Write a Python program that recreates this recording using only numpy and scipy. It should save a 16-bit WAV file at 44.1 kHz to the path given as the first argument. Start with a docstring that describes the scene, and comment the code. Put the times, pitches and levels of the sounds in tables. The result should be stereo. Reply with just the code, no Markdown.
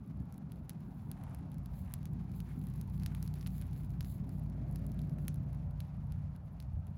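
"""Uneven wind rumble and a far rush, both shaped noise, are heard first.
Sharp pops and small ticks of burning scrap wood stand out, with spurts of sizzling sap:
cracks, wood rings and scattered noise make the snaps, shaped hiss the sizzle and the soft flames.
After one longer, duller swish, someone steps on dry grass; an engine, summed sine waves, idles further away.
A hollow roar of noise swells and dies away, and thin tones arch like bird calls."""
import sys
import numpy as np
from scipy import signal
from scipy.fft import rfft, irfft, next_fast_len
from scipy.io import wavfile

SR = 44100
rng = np.random.default_rng(int(sys.argv[2]) if len(sys.argv) > 2 else 0)


def transcribe(signal):
    """Save signal, clipped to [-1, 1], as a 16-bit WAV file at the path in sys.argv[1]."""
    frames = np.atleast_2d(signal).T
    limited = np.clip(frames, -1, 1)
    pcm = np.round(limited * 32767).astype(np.int16)
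    wavfile.write(sys.argv[1], SR, pcm)


N = 307465
TIME = np.arange(N) / SR


def from_db(db):
    """Turns decibels into a factor of amplitude."""
    return 10 ** (np.asarray(db) / 20)


def rms_one(x):
    """Scales a signal to an average strength (rms) of 1."""
    return x / np.sqrt(np.mean(x ** 2) + 1e-20)


def in_time(rows):
    """Draws straight lines between the rows: one value per sample for each column after the time."""
    seconds, *columns = np.transpose(rows)
    return [np.interp(TIME, seconds, column) for column in columns]


def at_hz(points, hz):
    """Reads a curve over frequency, on a logarithmic frequency axis."""
    points = np.array(points)
    return np.interp(np.log(hz + 1e-9), np.log(points[:, 0]), points[:, 1])


def bin_hz(size):
    """Frequencies of the bins of a spectrum."""
    return np.arange(size // 2 + 1) * SR / size


def band(x, low_hz, high_hz, order=2):
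    """Keeps the sound between two frequencies."""
    sos = signal.butter(order, [low_hz, min(high_hz, .45 * SR)], "band", fs=SR, output="sos")
    return signal.sosfilt(sos, x + 1e-18)


def drift(rate_hz):
    """Slow random wandering with spread 1: noise smoothed by two equal low-passes."""
    step = 40  # samples between two slow values
    r = np.exp(-2 * np.pi * step * rate_hz / SR)
    noise = rng.standard_normal(N // step + 2002)
    slow = signal.lfilter([1], [1, -2 * r, r * r], noise)[2000:]  # skips the filter's start
    return np.interp(np.arange(N) / step, np.arange(len(slow)), rms_one(slow))


def swells(rows):
    """Smooth bell-shaped rises and falls of amplitude, added in power."""
    power = 0
    for middle_s, length_s, db in rows:
        distance = np.abs(2 * (TIME - middle_s) / length_s)
        power = power + from_db(2 * db) * np.exp(-np.minimum(distance ** 2, 60))
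    return np.sqrt(power)


def noise_pair(colour, alike, phase=None):
    """Coloured stereo noise of rms 1; the share "alike" of its power is common to both ports."""
    size = next_fast_len(N)
    hz = bin_hz(size)
    alike = np.clip(alike, 0, 1)
    shared, *own = rfft(rng.standard_normal((3, size)))
    pair = np.sqrt(alike) * shared + np.sqrt(1 - alike) * np.array(own)
    if phase is not None:
        pair[1] *= np.exp(-1j * at_hz(phase, hz))
    # fade out beyond both ends of the colour
    top_edge = 1 / (1 + (hz / (1.5 * colour[-1][0])) ** 6)
    bottom_edge = 1 / (1 + (colour[0][0] / (1.5 * hz + 1)) ** 4)
    shaped = pair * top_edge * bottom_edge * from_db(at_hz(colour, hz))
    return rms_one(irfft(shaped, size)[:, :N])


def place_in_stereo(x, lag_s, left_db):
    """Delays the left port (a negative lag makes it lead) and sets its level against the right one."""
    left, right = np.broadcast_to(x, (2, N))
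    size = next_fast_len(N)
    delay = np.exp(-2j * np.pi * bin_hz(size) * lag_s)
    late = irfft(rfft(left, size) * delay, size)[:N]
    return np.array([late * from_db(left_db / 2), right * from_db(-left_db / 2)])


def patchy(x, low_hz, high_hz, patchy_db, count=14):
    """Each narrow band of a far sound swells and fades by itself in the moving air."""
    size = next_fast_len(N)
    spectrum = rfft(x, size)
    place = (count - 1) * at_hz([(low_hz, 0), (high_hz, 1)], bin_hz(size))
    out = 0
    for k in range(count):
        slice_gain = np.maximum(1 - np.abs(place - k), 0)  # overlapping triangles
        narrow = irfft(spectrum * slice_gain, size)[:, :N]
        out = out + from_db(patchy_db * drift(6.5)) * narrow
    return rms_one(out)


# thin, far tones like bird calls: (middle [s], length [s], top pitch [Hz], level [dB])
FAR_TONES = [(.21, .1, 1720, -80), (.3, .3, 1370, -78), (1.36, .36, 2720, -80)]


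def far_tones(sag=.035, waver=0.0075):
    """Faint sine tones swell and fade; the pitch of each arches once and wavers a little."""
    out = 0
    for middle_s, length_s, top_hz, db in FAR_TONES:
        arch = sag * np.minimum((2 * (TIME - middle_s) / length_s) ** 2, 2)
        hz = top_hz * (1 - arch + waver * drift(16))
        tone = np.sqrt(2) * np.sin(2 * np.pi * np.cumsum(hz) / SR)
        out = out + tone * swells([(middle_s, length_s, db)])
    return place_in_stereo(out, lag_s=-.00015, left_db=0)


# how far the left port leads in far sounds, roar and rush: (frequency [Hz], lead [radians])
FAR_PHASE = [(250, 1.2), (500, 2.06), (900, 2.65), (1400, 3.81), (2200, 4.6), (4000, 4.35)]
# tone colour of the hollow roar: (frequency [Hz], relative level per Hz [dB])
ROAR_COLOUR = [(430, -15), (560, 1), (690, 0), (820, -10.5), (1100, -14.5)]
# the roar swells and dies away: (time [s], level [dB])
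ROAR = [(3.7, -85), (4.05, -63), (4.45, -59.5), (4.7, -54.5), (4.95, -58), (5.55, -57.5), (6.15, -66),
        (6.5, -63.5), (6.97, -68)]
# its pitch dips and rises again: (time [s], pitch [ratio])
ROAR_PITCH = [(4.7, 1.04), (5.1, 0.99), (6.2, 1.06)]


def roar(waver_db=0.7):
    """A hollow roar of churning noise; reading it faster or slower bends its pitch."""
    level_db, = in_time(ROAR)
    ratio, = in_time(ROAR_PITCH)
    far_noise = noise_pair(ROAR_COLOUR, alike=0.96, phase=FAR_PHASE)
    churn = patchy(far_noise, 500, 850, patchy_db=2, count=6)
    read_at = np.cumsum(ratio) % N
    gliding = np.array([np.interp(read_at, np.arange(N), side) for side in churn])
    return from_db(level_db + waver_db * drift(6.0)) * gliding


# loudness of the engine: (time [s], level [dB])
ENGINE = [(0, -60.5), (1.1, -47.5), (2, -45), (2.5, -44.5), (3, -39.5), (4.3, -41.5), (5.3, -40.5),
          (6.2, -43), (6.5, -49.5), (6.97, -46)]
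# idling speed of the engine: (time [s], speed [cycles per s])
IDLE = [(0, 11.45), (3.6, 11.55), (4.7, 11.45), (6.1, 11.2)]
# the exhaust note: (multiple of the cycle rate, relative level [dB])
ORDERS = [(5, 1), (8, -1), (11, -1.5), (13, 1), (14, -8.5), (16, -4.5), (19, -17.5)]


def engine(bass_growth=0.57, hunt=.004, waver_db=1.6):
    """Uneven firing favours a few multiples of the cycle rate; moving air makes each one waver."""
    level_db, = in_time(ENGINE)
    idle_hz, = in_time(IDLE)
    speed_hz = idle_hz * (1 + hunt * drift(2.01))
    turn = 2 * np.pi * np.cumsum(speed_hz) / SR
    # the deepest multiples fade first when the engine is faint
    bass_db = bass_growth * np.minimum(level_db - np.median(level_db), 0)
    note = 0
    for multiple, db in ORDERS:
        strength = from_db(db + (multiple < 10) * bass_db + waver_db * drift(2.2))
        note = note + strength * np.sin(round(multiple) * turn + rng.uniform(0, 2 * np.pi))
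    return place_in_stereo(from_db(level_db) * rms_one(note), lag_s=-0.00032, left_db=-1.5)


# the breeze between gusts: (time [s], buffeting level [dB], low rumble level [dB])
WIND = [(0, -55.5, -48.5), (1.1, -50.5, -47), (1.8, -44.5, -48.5), (2.15, -46, -50), (2.55, -52, -45.5),
        (3.3, -49, -46.5), (4.2, -44, -45.5), (5.05, -46.5, -43), (5.6, -45.5, -48.5), (5.9, -47.5, -51.5),
        (6.25, -52, -55), (6.52, -51, -52), (6.97, -48, -56.5)]
# gusts that hit the ports: (middle [s], length [s], buffeting level [dB], low rumble level [dB])
GUSTS = [(0.19, 0.15, -46, -49), (2.173, 0.4, -55, -44), (2.932, 0.28, -46, -68), (4.053, 0.26, -41.5, -64),
         (5.435, 0.063, -38, -56), (5.678, 0.11, -41.5, -55), (6.15, 0.33, -40, -50),
         (6.74, 0.098, -36.5, -52), (6.887, 0.075, -47, -48.5)]
# far rush of the open land, which also guides the flames: (time [s], level [dB])
RUSH = [(0, -62), (.25, -59.5), (.6, -59.5), (.9, -59), (1.1, -60), (1.25, -55), (1.45, -58), (2.6, -59.5),
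        (5.1, -60), (5.8, -59), (6.97, -61)]
# tone colours of buffeting, low rumble, small eddies and far rush:
# each (frequency [Hz], relative level per Hz [dB])
BUFFET_COLOUR = [(20, -23.5), (32, -13.5), (48, 1), (65, 5), (100, 4.5), (140, -7), (200, -33), (300, -45)]
RUMBLE_COLOUR = [(70, -19.5), (120, 0.5), (175, 2), (230, -8.5), (280, -17), (380, -39)]
EDDY_COLOUR = [(190, -1), (250, 0.5), (320, -10), (420, -15.5), (650, -44)]
RUSH_COLOUR = [(350, -13.5), (480, -2.5), (780, 3), (1050, 0), (1400, -8), (2000, -21.5), (3500, -31.5),
               (8000, -40.5)]


def wind(lumps_db=1.5, flutter_db=1.5, eddy_growth=0.55):
    """Gusts buffet the microphone ports over a low rumble and the rush of the open land."""
    breeze_db, rumble_db = in_time(WIND)
    rush_db, = in_time(RUSH)
    gust_force = swells([(s, length, buffet_db) for s, length, buffet_db, _ in GUSTS])
    gust_surge = swells([(s, length, low_db) for s, length, _, low_db in GUSTS])
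    force = np.hypot(from_db(breeze_db), gust_force)
    surge = np.hypot(from_db(rumble_db), gust_surge)
    buffet = force * from_db(lumps_db * drift(5.8)) * noise_pair(BUFFET_COLOUR, alike=0.41)
    # small eddies grow faster than the rumble, so a stronger breeze is brighter
    eddy_db = -8.5 + eddy_growth * (rumble_db - np.mean(rumble_db))
    eddies = from_db(eddy_db) * noise_pair(EDDY_COLOUR, alike=0.8)
    churn = noise_pair(RUMBLE_COLOUR, alike=0.98) + eddies
    placed = place_in_stereo(churn, lag_s=-0.00035, left_db=-3.0)
    rumble = surge * from_db(flutter_db * drift(15.7)) * placed
    land = noise_pair(RUSH_COLOUR, alike=0.77, phase=FAR_PHASE)
    rush = from_db(rush_db) * patchy(land, 350, 1900, patchy_db=2)
    return buffet + rumble + rush


# footsteps in dry grass, after one longer, duller swish:
# (middle [s], length [s], level [dB], centre frequency [Hz])
SWISH_AND_STEPS = [(1.248, 0.23, -64, 1000), (1.922, 0.1, -68, 2000), (2.508, 0.091, -65, 2110),
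                   (3.118, 0.073, -64, 1980), (3.618, 0.075, -69, 2000)]
# tone colour of the swish and of crushed grass: (frequency [Hz], relative level per Hz [dB])
GRASS_COLOUR = [(600, -3.5), (3000, -7), (8000, -7)]


def swish_and_footsteps(crunch_db=4.5):
    """A dull swish, then footsteps crushing dry grass: grainy noise, each in a band of its own."""
    crunch = rms_one(from_db(crunch_db * drift(130)))
    grass = crunch * place_in_stereo(noise_pair(GRASS_COLOUR, alike=.8), lag_s=-.0001, left_db=2)
    out = 0
    for middle_s, length_s, db, hz in SWISH_AND_STEPS:
        rustle = rms_one(band(grass, hz / 1.67, hz * 1.13, order=1))
        out = out + swells([(middle_s, length_s, db)]) * rustle
    return out


# tone colour of the flames: (frequency [Hz], relative level per Hz [dB])
FLAME_COLOUR = [(900, 5.5), (1500, -1.5), (2300, -0.5), (3100, -7.5), (5000, -11.5), (7000, -16),
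                (9000, -23), (16000, -24)]
FLAME_DB = -75.5  # level at mean vigour and mean rush
FLAME_FOLLOWS, FLAME_FANNED = 0.47, 0.96  # shares of the swings in vigour and in the far rush


def flames(vigour_db, flutter_db=3.0):
    """The soft fluttering rustle of burning kindling grows with the fire, and the breeze fans it."""
    rush_db, = in_time(RUSH)
    grown_db = FLAME_FOLLOWS * (vigour_db - np.mean(vigour_db))
    fanned_db = FLAME_FANNED * (rush_db - np.mean(rush_db))
    rustle = place_in_stereo(noise_pair(FLAME_COLOUR, alike=.5), lag_s=0, left_db=3.5)
    return from_db(FLAME_DB + grown_db + fanned_db + flutter_db * drift(29)) * rustle


# jets of steam from boiling sap: (middle [s], length [s], level [dB])
SPURTS = [(.97, 0.3, -78), (1.785, 0.093, -66.5), (2.371, 0.047, -64), (2.55, .3, -75),
          (2.952, 0.041, -67.5), (3.25, 0.037, -60.5), (3.57, 0.085, -62.5), (4.105, 0.084, -60.5),
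          (4.34, 0.041, -70.5), (5.23, 0.039, -72)]
# tone colour of the steam: (frequency [Hz], relative level per Hz [dB])
SIZZLE_COLOUR = [(2500, -13.5), (5000, -8.5), (8300, -11.5), (10500, -8), (13000, -0.5), (16000, -0.5)]
# the fire lies to the right, so the left port hears its hiss and cracks later
PORT_LAG_S = .000266


def sizzle(vigour_db, grain_db=2.0, unsteady_db=4.0):
    """Steam spits from the wood as a bright, grainy hiss that comes in spurts."""
    steady = from_db(vigour_db + unsteady_db * drift(28))
    flow = np.hypot(steady, swells(SPURTS))
    spit = rms_one(from_db(grain_db * drift(100)))
    hiss = place_in_stereo(noise_pair(SIZZLE_COLOUR, alike=.98), PORT_LAG_S, left_db=0)
    return flow * spit * hiss


def fractures(count, tear_s=.00016, fibres=0.29, size=256):
    """Each fracture is a step of pressure plus a split second of tearing fibres."""
    fade = np.exp(-np.arange(size) / (tear_s * SR))
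    bursts = fibres * rng.standard_normal((count, size)) * fade
    bursts[:, 0] += 2
    return band(bursts, 9500, 16000)


# what a splitting board rings with:
# (multiple of the ring pitch, relative level [dB], time to fade by 60 dB [cycles])
WOOD_MODES = [(.3, -4.5, 3.3), (.64, 0.5, 5.2), (1.05, 2.5, 8.8), (1.35, -13, 9.2)]


def wood_rings(ring_hz, uneven_db=2, size=256):
    """Each board rings for a few cycles at its own pitch, with its own mix of modes."""
    turns = np.outer(ring_hz, np.arange(size) / SR)
    out = 0
    for k, (multiple, db, cycles) in enumerate(WOOD_MODES):
        strength_db = db + uneven_db * rng.standard_normal((len(ring_hz), 1))
        fading = from_db(strength_db - 60 * multiple * turns / cycles)
        out = out + (-1) ** k * fading * np.cos(2 * np.pi * multiple * turns)
    return band(out, 850, 7500)


def snaps(times, levels_db, bursts):
    """Sets each burst at its moment, with its level counted over 2 ms."""
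    size = bursts.shape[1]
    energy = np.sum(bursts ** 2, axis=1, keepdims=True)
    bursts = bursts * np.sqrt(.002 * SR / energy)
    out = np.zeros(N + size)
    for s, db, burst in zip(times, levels_db, bursts):
        at = int(np.clip(s * SR, 0, N - 1))
        out[at:at + size] += from_db(db) * burst
    return out[:N]


def scatter(x, wet_db, t60_s, low_hz, high_hz):
    """Countless small reflections: each snap's energy dies away as noise, different at each port."""
    keep = from_db(-120 / (t60_s * SR))  # energy kept per sample: 60 dB down after t60_s
    energy = signal.lfilter([0, 1 - keep], [1, -keep], x ** 2 + 1e-18)
    noise = rms_one(band(rng.standard_normal((2, N)), low_hz, high_hz))
    return from_db(wet_db) * np.sqrt(energy) * noise


# pops and snaps of the wood, levels over the first 2 ms:
# (time [s], bright crack level [dB], woody body level [dB], ring pitch [Hz])
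POPS = [(0.3251, -61.5, -65, 5600), (0.3427, -69, -64, 6700), (0.3799, -59.5, -69, 5700),
        (0.5199, -57, -59.5, 4500), (0.6951, -44, -48.5, 5640), (0.7033, -62, -59, 4800),
        (1.1153, -46.5, -53.5, 4300), (1.2376, -59, -64, 5300), (1.3475, -54, -58, 4900),
        (1.5176, -62.5, -64.5, 3560), (1.5439, -63, -66, 5200), (1.583, -64, -69, 5100),
        (1.6594, -57, -59, 4500), (1.9386, -40, -49, 5670), (2.0301, -65, -64, 5400),
        (2.0555, -53.5, -53.5, 5950), (2.1338, -63, -77, 5500), (2.4034, -55, -54, 5200),
        (2.6697, -58, -62.5, 3700), (2.7786, -63, -73, 5300), (2.813, -52, -55.5, 5740),
        (2.9988, -64, -59.5, 4520), (3.0346, -56.5, -55, 4640), (3.0619, -46, -43.5, 4900),
        (3.1492, -53, -51.5, 3440), (3.2273, -48.5, -51.5, 5330), (3.2771, -56, -54.5, 4430),
        (3.34, -56, -57.5, 6050), (3.4113, -63, -54.5, 5030), (3.4284, -65, -60, 5230),
        (3.4632, -63, -49, 4400), (3.4699, -50.5, -54, 5230), (3.4742, -52, -53, 4050),
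        (3.5814, -54.5, -63, 5900), (3.6145, -54.5, -58, 4900), (3.622, -62, -58, 3540),
        (4.0079, -50, -46.5, 4550), (4.0281, -62.5, -62, 5900), (4.0466, -60, -55.5, 5343),
        (4.293, -62, -63, 4400), (4.7125, -62, -72, 4700), (4.7592, -52.5, -53.5, 4800),
        (4.866, -53.5, -66, 6530), (4.9184, -60.5, -62, 5600), (4.992, -63, -57, 3450),
        (5.017, -61, -62.5, 4800), (5.0959, -65, -63, 4800), (5.1853, -66, -60, 2580),
        (5.2816, -39.5, -43.5, 5800), (5.3434, -57, -65.5, 6000), (5.5301, -64, -68, 5790),
        (5.8041, -53, -51, 4000), (6.1221, -58, -59.5, 4850), (6.3626, -65, -67.5, 4100),
        (6.6019, -57.5, -54, 4370), (6.6256, -63.5, -63.5, 4825)]
# small ticks: their sizes spread upwards from TICK_DB (at mean vigour) and stay under TICK_TOP_DB
TICKS_PER_S, TICK_DB, TICK_SPREAD_DB, TICK_TOP_DB = 32, -80, 5, -64.5  # rate before flurries
TICK_RATE_FOLLOWS, TICK_LEVEL_FOLLOWS = 0.55, 0.67  # shares of the swing in vigour
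BODY_LAG_S = .00005  # the left port hears the woody body this much later


def crackle(vigour_db, flurry_db=4.0):
    """Loud pops and random flurries of small ticks; the ticks grow denser and louder with the fire."""
    swing_db = vigour_db - np.mean(vigour_db)
    rate = TICKS_PER_S * from_db(TICK_RATE_FOLLOWS * swing_db + flurry_db * drift(6))
    at = np.flatnonzero(rng.random(N) < rate / SR)
    size, woodiness, pitch = rng.random((len(at), 3)).T
    spread_db = -TICK_SPREAD_DB * np.log(1 - size)  # many small ticks, few big ones
    small_db = np.minimum(TICK_DB + TICK_LEVEL_FOLLOWS * swing_db[at] + spread_db, TICK_TOP_DB)
    ticks = np.column_stack([TIME[at], small_db, small_db - 12 * woodiness, 3600 * 2 ** pitch])
    seconds, crack_db, body_db, ring_hz = np.vstack([POPS, ticks]).T
    crack = snaps(seconds, crack_db, fractures(len(seconds)))
    body = snaps(seconds, body_db, wood_rings(ring_hz))
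    direct = place_in_stereo(crack, PORT_LAG_S, left_db=0)
    direct += place_in_stereo(body, BODY_LAG_S, left_db=3.5)
    # the pile of boards scatters each snap for an instant, the yard a little longer
    pile = scatter(crack, wet_db=-14, t60_s=.016, low_hz=9500, high_hz=16000)
    pile += scatter(body, wet_db=-11, t60_s=.014, low_hz=1500, high_hz=7500)
    yard = scatter(body, wet_db=-9.5, t60_s=0.11, low_hz=1780, high_hz=7360)
    return direct + pile + yard


# vigour of the fire, as the level of its steady sizzle: (time [s], level [dB])
VIGOUR = [(0, -87), (1.5, -88), (3.2, -75), (4.5, -81), (5.3, -81.5), (5.6, -87), (6.97, -89.5)]


def scene():
    """Adds the far sounds, the wind, the swish and footsteps, and the fire, whose parts share one vigour."""
    vigour_db, = in_time(VIGOUR)
    background = far_tones() + roar() + engine() + wind()
    fire = flames(vigour_db) + sizzle(vigour_db) + crackle(vigour_db)
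    return background + swish_and_footsteps() + fire


# resonances and dips of the microphone ports: (frequency [Hz], width [Hz], level [dB])
PORT_COLOUR = [(4170, 1260, 1), (8410, 2080, -8.5), (9930, 2360, 8.5), (16200, 1900, -3.5)]
CUTOFF_HZ = 16500


def record(dry):
    """The small ports colour the treble; the top is cut steeply."""
    for hz, width_hz, db in PORT_COLOUR:
        b, a = signal.iirpeak(hz, hz / width_hz, fs=SR)
        dry = dry + (from_db(db) - 1) * signal.lfilter(b, a, dry)
    steep = signal.ellip(10, .3, 80, CUTOFF_HZ, fs=SR, output="sos")
    return signal.sosfilt(steep, dry)


dry = scene()
out = record(dry)
transcribe(out)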